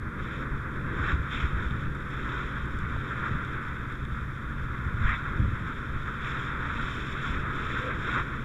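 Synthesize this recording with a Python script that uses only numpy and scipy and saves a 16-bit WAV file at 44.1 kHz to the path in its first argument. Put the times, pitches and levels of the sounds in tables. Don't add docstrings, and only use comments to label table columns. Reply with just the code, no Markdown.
import sys
import numpy as np
from scipy import signal
from scipy.fft import rfft, irfft, next_fast_len
from scipy.io import wavfile

SR = 44100
rng = np.random.default_rng(int(sys.argv[2]) if len(sys.argv) > 2 else 0)


def unload_audio(sound):
    columns = np.transpose(np.atleast_2d(sound))
    steps = np.round(np.clip(columns, -1, 1) * 32767)
    wavfile.write(sys.argv[1], SR, steps.astype(np.int16))


N = 372204


def from_db(db):
    return 10 ** (np.asarray(db) / 20)


def rms_one(x):
    return x / np.sqrt(np.mean(x ** 2) + 1e-20)


def in_time(rows):
    times_s, *columns = np.transpose(rows)
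    return [np.interp(np.arange(N) / SR, times_s, column) for column in columns]


def swells(events, edge):
    t = np.arange(0, N + 64, 64) / SR
    total_db = 0
    for middle_s, length_s, *lifts_db in events:
        bell = np.exp(-np.abs((t - middle_s) / (length_s / 2)) ** edge)
        total_db = total_db + np.outer(lifts_db, bell)
    return [np.interp(np.arange(N) / SR, t, row) for row in total_db]


def drift(corner_hz):
    step = 40
    r = np.exp(-2 * np.pi * corner_hz * step / SR)
    noise = rng.standard_normal(N // step + 2002)
    slow = signal.lfilter([1], [1, -2 * r, r * r], noise)[2000:]
    return np.interp(np.arange(N) / step, np.arange(len(slow)), rms_one(slow))


def coloured(x, spectrum):
    size = next_fast_len(N)
    hz, db = np.transpose(spectrum)
    log_f = np.log(np.fft.rfftfreq(size, 1 / SR) + 1)
    gain = from_db(np.interp(log_f, np.log(hz), db))
    return irfft(rfft(x, size) * gain, size)[:N]


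# (f/Hz, width/Hz, level/dB)
HOUSING_CAVITIES = [(779, 244, -10), (1430, 1130, 3), (2887, 300, -17.5), (3643, 320, 7.5), (4620, 150, 10),
                    (5360, 510, 7), (5980, 200, -8.5), (7240, 550, 6), (8580, 490, 10)]


def housing(x):
    for hz, width_hz, db in HOUSING_CAVITIES:
        middle = -2 * np.cos(2 * np.pi * hz / SR)
        a = np.tan(np.pi * width_hz / SR)
        g = from_db(db / 2)
        x = signal.lfilter([1 + a * g, middle, 1 - a * g], [1 + a / g, middle, 1 - a / g], x)
    return x


def droplets(per_s, spread_db):
    sizes = from_db(spread_db * np.minimum(rng.exponential(1, N), 5))
    signs = rng.choice([-1, 1], N)
    return rms_one(sizes * signs * (rng.random(N) < per_s / SR))


# (f/Hz, level/dB)
STREAM_COLOUR = [(500, -22), (800, -8), (1100, -1), (1400, 4), (1800, -3.5), (2400, -12.5), (3500, -43),
                 (4500, -54), (6000, -90)]
SPATTER_COLOUR = [(1200, -6.5), (1800, -5.5), (2400, 1.5), (2700, 0), (3500, -8.5), (3900, -15),
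                  (4300, -35.5), (6000, -70)]
MIST_COLOUR = [(2000, -34), (2900, 25.5), (3500, 22.5), (3900, 2.5), (4400, -10), (5400, 1.5), (6500, 1),
               (7400, 1), (8000, -14), (10000, -12), (14000, -22)]
# (t/s, stream level/dB, spray fineness level/dB)
JET_FLOW = [(0.0, -41, -5.2), (1.31, -38.5, 1.5), (2.0, -41.5, 1.2), (2.37, -37.5, 2.2), (2.8, -38.5, 2.2),
            (3.34, -36, 1.6), (4.16, -41.5, 1.3), (5.29, -38, 0.1), (6.06, -39.5, 3.7), (6.25, -35.5, 0.6),
            (7.99, -36.5, 1.8), (8.44, -38, 2)]
# (middle t/s, length t/s, swell level/dB, added fineness level/dB)
JET_SPLASHES = [(0.3, 0.31, 1.5, 8), (1.0, 0.31, 3, 2), (1.09, 0.11, 5, 3), (1.385, 0.19, 2.5, 7),
                (1.62, 0.49, 2, 2), (2.3, 0.34, 1.5, 3), (2.55, .15, 1.5, 0.5), (3.22, 0.15, 2, -1.5),
                (5.1, 0.2, 5, 4), (5.27, 0.065, 2.5, -0.5), (6.3, .22, -0.5, 7.5), (6.48, .1, -0.5, 5.5),
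                (6.8, 0.34, 0.5, 6), (7.05, 0.32, -2, 8), (7.3, .25, 1, 6), (7.74, 0.39, 1, 7),
                (7.91, 0.072, 5, -6), (8.14, 0.19, 3.5, 6.5)]
# (rest level/dB, share of the stream's swing, share of the fineness)
SPATTER_FOLLOW = (-55.5, 1.24, 0.85)
MIST_FOLLOW = (-62, 0.57, 1.03)


def jet():
    stream_rest_db = -40
    flow_db, flow_fine_db = in_time(JET_FLOW)
    splash_db, splash_fine_db = swells(JET_SPLASHES, edge=3.1)
    stream_db = flow_db + splash_db
    fine_db = flow_fine_db + splash_fine_db

    def follow(rest_db, swing, fine):
        return rest_db + swing * (stream_db - stream_rest_db) + fine * fine_db

    spatter_db = follow(*SPATTER_FOLLOW)
    mist_db = follow(*MIST_FOLLOW)

    stream = rms_one(housing(coloured(droplets(20000, spread_db=2.0), STREAM_COLOUR)))
    spatter = rms_one(housing(coloured(droplets(9000, spread_db=4.0), SPATTER_COLOUR)))
    mist = rms_one(housing(coloured(droplets(9000, spread_db=2.0), MIST_COLOUR)))

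    sputter = drift(7.1)
    return (stream * from_db(stream_db + 0.48 * sputter + 1.3 * drift(17))
            + spatter * from_db(spatter_db + 0.64 * sputter + 0.5 * drift(25))
            + mist * from_db(mist_db + 0.63 * sputter + 1.6 * drift(18)))


# (f/Hz, level/dB)
ROAR_COLOUR = [(60, -10), (150, 3.5), (300, 3.5), (500, -3), (650, -11), (900, -17), (1400, -35),
               (3000, -100)]
# (t/s, level/dB)
ROAR_LEVEL = [(0, -45.5), (.42, -39), (.6, -43), (1.1, -38.5), (1.3, -45), (1.63, -41), (1.95, -43),
              (2.4, -41), (2.85, -44.5), (3.2, -41), (3.45, -43.5), (4.1, -46), (5.22, -46), (5.38, -39),
              (5.52, -45), (6.9, -42), (8.15, -39.5), (8.44, -43.5)]


def fire():
    roar = rms_one(housing(coloured(rng.standard_normal(N), ROAR_COLOUR)))
    return roar * from_db(in_time(ROAR_LEVEL)[0] + 0.5 * drift(10.0))


# (f/Hz, level/dB)
THUMP_COLOUR = [(8, -4.5), (20, -3), (45, -4), (70, -11), (150, -40), (800, -110)]
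FLUTTER_COLOUR = [(40, -24), (70, 1), (110, -3), (200, -10), (400, -31), (800, -70), (2000, -110)]
# (middle t/s, length t/s, thump swell level/dB, flutter swell level/dB)
AIR_GUSTS = [(0.54, 0.1, 8, 2), (1.05, 0.35, 5, 6), (1.15, 0.12, -2, 6), (1.46, 0.079, 11, 9.5),
             (1.62, 0.27, 4, 10.5), (1.86, 0.16, 7, 7), (2.25, 0.32, 4.5, 0), (2.88, 0.36, 6, 6),
             (3.34, 0.093, 9.5, 9), (4.63, 0.15, 8, 3.5), (4.86, 0.11, 5, 7), (5.05, 0.17, 14, 9),
             (5.44, 0.21, 12.5, 14), (5.73, 0.13, 3, 4), (5.97, 0.11, 8, 4), (6.86, 0.53, 5, 2),
             (7.36, 0.17, 10.5, 8.5), (8.38, 0.24, -1, .6)]


def buffeting():
    calm_thump_db, calm_flutter_db = -41, -41.5
    thump_db, flutter_db = swells(AIR_GUSTS, edge=1.66)
    thump = rms_one(coloured(rng.standard_normal(N), THUMP_COLOUR))
    flutter = rms_one(coloured(rng.standard_normal(N), FLUTTER_COLOUR))
    lumps = drift(18.3)
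    return (thump * from_db(calm_thump_db + thump_db + 2.0 * lumps)
            + flutter * from_db(calm_flutter_db + flutter_db + 2.1 * lumps))


# (t/s, f/Hz)
PUMP_HARMONIC = [(0, 139.4), (3, 139.0), (5.5, 138.2), (8.44, 137.9)]
# (multiple of that harmonic, level/dB)
PUMP_PARTS = [(1 / 2, -49.5), (5 / 6, -53.5), (0.98, -43.5), (7 / 6, -58), (4 / 3, -53.5), (1.642, -51.5),
              (2.023, -56.5)]
# (f/Hz, level/dB)
MOTOR_PARTS = [(60.5, -44.5), (121.1, -45)]


def engines():
    pump_cycles = np.cumsum(in_time(PUMP_HARMONIC)[0]) / SR
    t = np.arange(N) / SR
    tones = [(multiple * pump_cycles, db) for multiple, db in PUMP_PARTS]
    tones += [(hz * t, db) for hz, db in MOTOR_PARTS]
    out = 0
    for cycles, db in tones:
        gain = np.sqrt(2) * from_db(db + 1.14 * drift(3.4))
        phase = 2 * np.pi * (cycles + rng.random()) + 0.79 * drift(1.54)
        out = out + gain * np.sin(phase)
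    return out


# (middle t/s, level/dB, ring f/Hz, width/Hz, length t/s)
DRUM_HITS = [(1.097, -34, 1600, 600, 0.04), (1.33, -39, 3520, 500, 0.06), (1.372, -39.5, 2400, 1800, 0.15),
             (2.964, -36, 700, 800, .008), (5.054, -47, 3500, 400, 0.061), (5.108, -33, 1740, 1290, 0.1),
             (5.154, -41, 3600, 300, 0.034), (7.868, -40, 500, 90, 0.1), (8.18, -30, 1260, 700, 0.081)]


def drumming():
    t, out = np.arange(N) / SR, 0
    for middle_s, level_db, hz, width_hz, length_s in DRUM_HITS:
        b, a = signal.iirpeak(hz, hz / width_hz, fs=SR)
        once = signal.lfilter(b, a, rng.standard_normal(N))
        ring = rms_one(signal.lfilter(b, a, once))
        burst = np.exp(-((t - middle_s) / (length_s / 2)) ** 4)
        out = out + from_db(level_db) * ring * burst
    low_pass = signal.cheby2(8, 45, 4200, fs=SR, output="sos")
    return signal.sosfilt(low_pass, housing(out))


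# (t/s, level/dB, ring f/Hz)
AIR_SLAPS = [(1.129, -13.5, 64), (1.199, -17.5, 76.4), (1.437, -12, 67.5), (1.53, -20, 50.4),
             (1.662, -15.5, 66), (1.842, -23, 79), (2.834, -19, 111), (2.954, -19.5, 90.5),
             (3.311, -17, 127), (4.121, -21.5, 60.4), (4.859, -17, 84), (4.94, -18, 90), (5.032, -23, 54),
             (5.079, -19, 46.5), (5.393, -14, 109), (5.527, -19, 103), (7.299, -22.5, 61),
             (7.989, -17.5, 120)]


def slaps():
    after = np.arange(SR // 5) / SR
    out = np.zeros(N + SR)
    signs = rng.choice([-1, 1], len(AIR_SLAPS))
    for (start_s, level_db, hz), sign in zip(AIR_SLAPS, signs):
        rise = 1 - np.exp(-after / 0.0025)
        fade = np.exp(-after * hz / 1.12)
        swing = np.sin(2 * np.pi * hz * after) * fade * rise
        start = round(start_s * SR)
        out[start:start + len(after)] += sign * from_db(level_db) * swing
    return out[:N]


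# (t/s, tick level/dB, tap level/dB)
LONE_DROPS = [(1.7084, -47, -10), (1.951, -37, -30), (2.0043, -42, -25), (2.6569, -37, -28),
              (2.789, -31, -20), (3.4496, -37, -15), (3.9235, -36, -19), (4.0512, -38, -16),
              (4.2103, -46, -20), (6.9386, -40, -14), (6.9706, -38, -18)]


def drops():
    times_s, tick_db, tap_db = np.transpose(LONE_DROPS)
    at = np.round(times_s * SR).astype(int)
    tick, tap = np.zeros((2, N)) + 1e-18
    tick[at] = from_db(tick_db)
    tap[at] = from_db(tap_db)
    bright = signal.butter(2, [5200, 8500], "band", fs=SR, output="sos")
    dull = signal.cheby2(6, 45, [1900, 4200], "band", fs=SR, output="sos")
    return housing(signal.sosfilt(bright, tick) + signal.sosfilt(dull, tap))


def scene():
    return (jet() + fire() + buffeting() + engines() + drumming() + slaps() + drops())[None]


# (f/Hz, level/dB)
HISS_COLOUR = [(500, -22), (4000, 3), (9000, 0), (12300, -1), (14200, -7.5)]


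def record(dry):
    hiss_db, cutoff_hz = -70.5, 14270
    hiss = from_db(hiss_db) * rms_one(coloured(rng.standard_normal(N), HISS_COLOUR))
    low_pass = signal.ellip(14, .3, 70, cutoff_hz, fs=SR, output="sos")
    return signal.sosfilt(low_pass, dry + hiss)


dry = scene()
out = record(dry)
unload_audio(out)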